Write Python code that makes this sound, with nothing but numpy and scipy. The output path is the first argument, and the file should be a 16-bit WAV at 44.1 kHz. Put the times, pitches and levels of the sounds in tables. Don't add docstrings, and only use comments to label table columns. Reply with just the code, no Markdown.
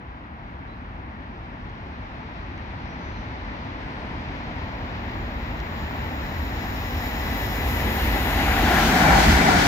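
import sys
import numpy as np
from scipy import signal
from scipy.fft import rfft, irfft, next_fast_len
from scipy.io import wavfile
from scipy.ndimage import map_coordinates

SR = 44100
rng = np.random.default_rng(int(sys.argv[2]) if len(sys.argv) > 2 else 0)


def to_wav(s):
    ch = np.atleast_2d(s).T
    pcm = np.round(np.clip(ch, -1, 1) * 32767)
    wavfile.write(sys.argv[1], SR, pcm.astype(np.int16))


N = 426447

# (time [s], level [dB])
ROAD_LEVEL = [(0, -38), (1, -37.5), (2, -36.5), (3.2, -35), (9.67, -29)]
# (frequency [Hz], relative level [dB])
ROAD_COLOUR = [(22, -10), (45, 3), (75, 2.5), (130, -5.5), (265, -5.5), (420, -21), (850, -11), (1300, -14),
               (2000, -19), (3000, -31.5), (4200, -41), (6000, -87), (8300, -69), (12000, -62),
               (15000, -60)]
# (time [s], level [dB])
CAR_LEVEL = [(0, -62), (1.2, -58.5), (2, -47), (3.2, -40.5), (4.2, -41), (5.5, -42.5), (9.67, -53)]
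# (frequency [Hz], relative level [dB])
TYRE_COLOUR = [(60, 4.5), (110, 10.5), (170, -3), (260, 1.5), (450, -8), (900, 0.5), (1300, -11),
               (2100, -4), (3000, -15.5), (4000, -14.5), (5800, -26), (7000, -39), (8500, -56),
               (16000, -69)]
# (time [s], length [s], start pitch [Hz], end pitch [Hz], relative level [dB])
BIRD_WHISTLES = [(.66, .1, 3750, 4150, -62), (2.85, .1, 5600, 5800, -61), (2.98, .17, 6080, 6000, -62),
                 (3.11, 0.093, 4200, 4060, -57), (3.14, .11, 6100, 5900, -62),
                 (3.74, 0.51, 8570, 8590, -80)]
# (time [s], peak level [dB])
TICK_HITS = [(1.697, -48), (2.578, -46), (5.572, -44), (5.592, -39), (5.602, -31)]
# (frequency [Hz], relative level [dB])
RUMBLE_COLOUR = [(25, -16), (35, 12), (45, 26), (60, 26.5), (78, 27), (100, 15.5), (130, -1), (190, -42.5)]
# (close level [dB], knee [m], loss per doubling of distance [dB])
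RUMBLE_DISTANCE = (-23.5, 73.4, 9.6)
# (centre [Hz], width [Hz], top level [dB], loss [dB/m], nose distance ahead when loudest [m])
RAIL_BANDS = [(1984, 24, -38, .42, 42), (1770, 160, -41, .24, 38), (3400, 140, -52.5, 0.5, 36),
              (3900, 380, -46, .23, 26), (5260, 670, -50.5, .7, 78), (6660, 710, -49, .3, 2),
              (7110, 170, -58.5, .3, 52), (10000, 3770, -47.5, .88, 13), (12115, 444, -58.8, .56, 80),
              (12650, 1320, -47, 1.02, 34), (13820, 1320, -46, .43, 37), (15150, 930, -52.8, .275, 40)]
# (frequency [Hz], left minus right [dB])
AHEAD_TILT = [(200, -2), (600, 1.5), (1300, 5.5), (1850, 5.5), (2400, 7.5), (3300, 1), (4600, 2), (6500, 0),
              (8000, 0), (10000, 9), (12000, -2), (15000, 1.5)]
# (frequency [Hz], left minus right [dB])
CLOSE_TILT = [(60, 0.0), (110, -1), (200, 0), (380, 0.5), (700, -0.5), (1290, 7.5), (2380, 7), (4400, -5.5),
              (8120, 1), (15000, 19)]
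# (close level [dB], knee [m], loss per doubling of distance [dB])
WHINE_DISTANCE = (-31, 30, 11.6)
# (time [s], strength of the surge [0-1], peak of the whine burst [dB])
BOGIE_SURGES = [(8.78, 0.65, -36), (9.13, 1, -24.5), (9.53, 0.66, -21)]
# (frequency [Hz], relative level [dB])
FAR_COLOUR = [(110, 4), (165, -8.5), (240, 1), (370, -6.5), (520, -10), (900, -8.5), (1250, -15.5),
              (1950, -10), (2400, -14.5), (3300, -21.5), (5000, -30.5), (6900, -45), (8200, -59),
              (16000, -79)]
# (frequency [Hz], relative level [dB])
CLOSE_COLOUR = [(110, -8), (170, -0.5), (230, 0), (370, -6.5), (520, -13.5), (640, -6), (760, -2),
                (950, -8), (1200, -10), (1480, -1), (2200, -6.5), (2750, -15), (6800, -25), (8500, -33),
                (16000, -49)]
# (centre [Hz], width [Hz], boost [dB])
WHEEL_RINGS = [(1380, 30, 2.5), (1580, 20, -2), (2000, 16, 8), (2333, 17, 6)]
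BAND_EDGES = [98, 450, 1150, 2700, 20000]
# (close level [dB], knee [m],
# loss per doubling of distance [dB], surge [dB], surge delay [s], reach of the close colour [m])
BAND_LEVELS = [(-22, 16.7, 5, 1.5, -0.084, 36), (-23.5, 22.5, 6, 4, -0.014, 49),
               (-22, 20.9, 6.5, 2, -0.027, 29), (-28, 27.9, 8, 2.5, 0.075, 21.5)]
# (time [s], gain [dB])
PATH_GAIN = [(0, -4), (1.2, -3), (1.9, -1.1), (3, -0.8), (4.4, 1.5), (6.7, -1.4), (7.8, -0.2)]
# (frequency [Hz], share of the power [0-1])
SCATTER_SHARE = [(60, 0.0043), (150, 0.01), (300, 0.02), (550, 0.26), (1200, 0.31), (2500, 0.44),
                 (6000, 0.58), (13000, 0.94)]

SPEED, TRACK_DISTANCE, TRACK_BEARING, ABREAST_S = 48.2, 7.4, -0.35, 9.165
COACH_LENGTH, BOGIE_SPACING = 29.2, 16.7
PORT_LAG_S = 0.0005
RAIL_SPREAD_M = 155
SURGE_S, HOWL_S = 0.082, 0.049
GUST_S, GUST_LENGTH_S, GUST_DB, LULL_DB = 9.32, 0.042, 9, -7
TOP_HZ = 15700
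TIME = np.arange(N) / SR
SIZE = next_fast_len(N, True)
FREQ = np.maximum(np.arange(SIZE // 2 + 1) * SR / SIZE, 1)
SIDES = np.array([[1], [-1]])


def undb(db):
    return np.exp(np.asarray(db) * (np.log(10) / 20))


def unit(x):
    return x / np.sqrt(np.mean(x ** 2))


def envelope(rows):
    s, value = np.transpose(rows)
    return np.interp(TIME, s, value)


def shape(points):
    hz, value = np.transpose(points)
    return np.interp(np.log(FREQ), np.log(hz), value)


def stereo_colour(colour_db, tilt):
    return undb(colour_db + SIDES * shape(tilt) / 2)


def white(channels=2):
    real = rng.standard_normal((channels, len(FREQ)))
    imaginary = rng.standard_normal((channels, len(FREQ)))
    return (real + 1j * imaginary) * np.sqrt(SIZE / 2)


def sound(spectrum):
    return unit(irfft(spectrum, SIZE)[:, :N])


def flutter(rate, depth_db):
    steps = rng.standard_normal(1024)
    return undb(depth_db * np.interp(TIME * rate, np.arange(len(steps)), steps))


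def swell(s, half_length):
    return np.exp(-.5 * ((TIME - s) / half_length) ** 2)


def resonance(hz, width_hz):
    return 1 / (1 + ((FREQ - hz) / width_hz) ** 2) ** 2


def ripple(spacing_hz, depth_db):
    steps = rng.standard_normal((2, 2048))
    wander = [np.interp(FREQ / spacing_hz, np.arange(len(row)), row) for row in steps]
    return undb(depth_db * np.array(wander))


def nose_ahead():
    return SPEED * (ABREAST_S - TIME)


def fade(close_db, knee_m, doubling_db):
    distance = np.maximum(nose_ahead(), 0)
    return close_db - doubling_db * np.log2(np.hypot(distance / knee_m, 1))


def port_lag(ahead):
    return PORT_LAG_S * np.sin(TRACK_BEARING + np.arctan2(TRACK_DISTANCE, ahead))


def outdoors(direct):
    share = np.clip(shape(SCATTER_SHARE), 0, 1)
    return np.sqrt(1 - share) * direct + np.sqrt(share) * white()


def noise_from(bearing):
    lag = PORT_LAG_S * np.sin(bearing)
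    return outdoors(white(channels=1) * np.exp(-1j * np.pi * FREQ * lag * SIDES))


def road():
    tilt = [(300, 1.5), (1000, 0.5), (2200, 1.5), (4000, 5), (12000, 2)]
    wash = sound(noise_from(bearing=-0.91) * stereo_colour(shape(ROAD_COLOUR), tilt))
    return wash * undb(envelope(ROAD_LEVEL)) * flutter(rate=5, depth_db=0.5)


def car():
    tilt = [(300, -1), (1000, 2.5), (2200, 3), (3200, 2), (6000, 0.0)]
    tyres = sound(noise_from(bearing=-0.73) * stereo_colour(shape(TYRE_COLOUR), tilt))
    return tyres * undb(envelope(CAR_LEVEL)) * flutter(rate=6.7, depth_db=0.4)


def birds(echo_s=.03, quaver_hz=90, quaver_rate=250):
    whistles = np.zeros(N)
    for s, length, start_hz, end_hz, db in BIRD_WHISTLES:
        u = np.linspace(0, 1, int(length * SR))
        start = int(s * SR)
        steps = rng.standard_normal(size=256)
        quaver = np.interp(u * length * quaver_rate, np.arange(len(steps)), steps)
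        hz = start_hz + (end_hz - start_hz) * u + quaver_hz * quaver
        tone = np.sin(2 * np.pi * np.cumsum(hz) / SR)
        whistles[start:start + len(u)] += undb(db) * np.sin(np.pi * u) ** .5 * tone
    leaves = rng.standard_normal((2, 8192)) * np.exp(-TIME[:8192] / echo_s)
    leaves /= np.linalg.norm(leaves, axis=1, keepdims=True)
    blur = signal.oaconvolve(whistles[None], leaves, axes=1)[:, :N]
    return (whistles + blur) / np.sqrt(2)


def ticks(decay_s=0.0007):
    out = np.zeros(N)
    body = signal.butter(4, [2500, 6200], "band", fs=SR, output="sos")
    for s, db in TICK_HITS:
        burst = rng.standard_normal(512) * np.exp(-TIME[:512] / decay_s)
        snap = signal.sosfilt(body, burst)
        start = int(s * SR)
        out[start:start + len(snap)] += undb(db) * snap / np.abs(snap).max()
    return out


def rumble(lull_after_s=0.096):
    gust = GUST_DB * swell(GUST_S, GUST_LENGTH_S)
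    lull = LULL_DB * swell(GUST_S + lull_after_s, GUST_LENGTH_S)
    shudder = sound(noise_from(bearing=TRACK_BEARING) * undb(shape(RUMBLE_COLOUR)))
    return shudder * undb(fade(*RUMBLE_DISTANCE) + gust + lull)


def rails():
    colour = stereo_colour(0, AHEAD_TILT) * ripple(spacing_hz=55.1, depth_db=2.5)
    field = noise_from(bearing=TRACK_BEARING) * colour
    out = 0
    for hz, width_hz, top_db, loss_db_per_m, loudest_m in RAIL_BANDS:
        through_steel = np.hypot(nose_ahead() - loudest_m, RAIL_SPREAD_M) - RAIL_SPREAD_M
        gain = undb(top_db - loss_db_per_m * through_steel) * flutter(rate=14, depth_db=1.3)
        out = out + gain * sound(field * resonance(hz, width_hz))
    return out * flutter(rate=16, depth_db=0.7)


def whine(abreast_hz=748, doppler_hz=60, glide_m=28, width_hz=60, behind_nose=22, left_db=2.0):
    ahead = nose_ahead() + behind_nose
    hz = abreast_hz + doppler_hz * ahead / np.hypot(ahead, glide_m)
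    steady = undb(fade(*WHINE_DISTANCE)) ** 2
    bursts = sum((undb(db) * swell(s, HOWL_S)) ** 2 for s, _, db in BOGIE_SURGES)
    phase = 2 * np.pi * (np.cumsum(hz) / SR - hz * port_lag(ahead) * SIDES / 2)
    a, b = sound(white() * resonance(0, width_hz))
    howl = a * np.cos(phase) + b * np.sin(phase)
    return howl * np.sqrt(steady + bursts) * undb(SIDES * left_db / 2)


def bogies(count=6, falloff=0.5):
    field, power = 0, 0
    for k in range(count):
        ahead = nose_ahead() + k // 2 * COACH_LENGTH + k % 2 * BOGIE_SPACING
        gain = np.hypot(ahead, TRACK_DISTANCE) ** -falloff
        right = rng.standard_normal(N)
        heard_at = np.arange(N) - port_lag(ahead) * SR
        left = map_coordinates(right, [heard_at], order=3, mode="mirror")
        field = field + gain * np.array([left, right])
        power = power + gain ** 2
    return outdoors(rfft(field / np.sqrt(power), SIZE))


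def train():
    field = bogies()
    wheels_db = sum(db * resonance(hz, width_hz) for hz, width_hz, db in WHEEL_RINGS)
    far = field * stereo_colour(shape(FAR_COLOUR), AHEAD_TILT)
    close = field * stereo_colour(shape(CLOSE_COLOUR) + wheels_db, CLOSE_TILT)
    out = 0
    for lo, hi, levels in zip(BAND_EDGES, BAND_EDGES[1:], BAND_LEVELS):
        close_db, knee_m, doubling_db, surge_db, delay_s, reach = levels
        band = 1 / (1 + (lo / FREQ) ** 16) / (1 + (FREQ / hi) ** 16)
        nearness = 1 / (1 + (np.maximum(nose_ahead(), 0) / reach) ** 4)
        blend = (1 - nearness) * sound(band * far) + nearness * sound(band * close)
        surge = sum(strength * swell(s + delay_s, SURGE_S) for s, strength, _ in BOGIE_SURGES)
        db = fade(close_db, knee_m, doubling_db) + surge_db * surge + envelope(PATH_GAIN)
        out = out + blend * undb(db) * flutter(rate=22, depth_db=0.96)
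    return out


def scene():
    lineside = road() + car() + birds() + ticks()
    return lineside + rumble() + rails() + whine() + train()


def record(dry):
    bass_cut = signal.butter(4, 32, "high", fs=SR, output="sos")
    top_cut = signal.ellip(10, .2, 80, TOP_HZ, fs=SR, output="sos")
    return signal.sosfilt(top_cut, signal.sosfilt(bass_cut, dry))


dry = scene()
out = record(dry)
to_wav(out)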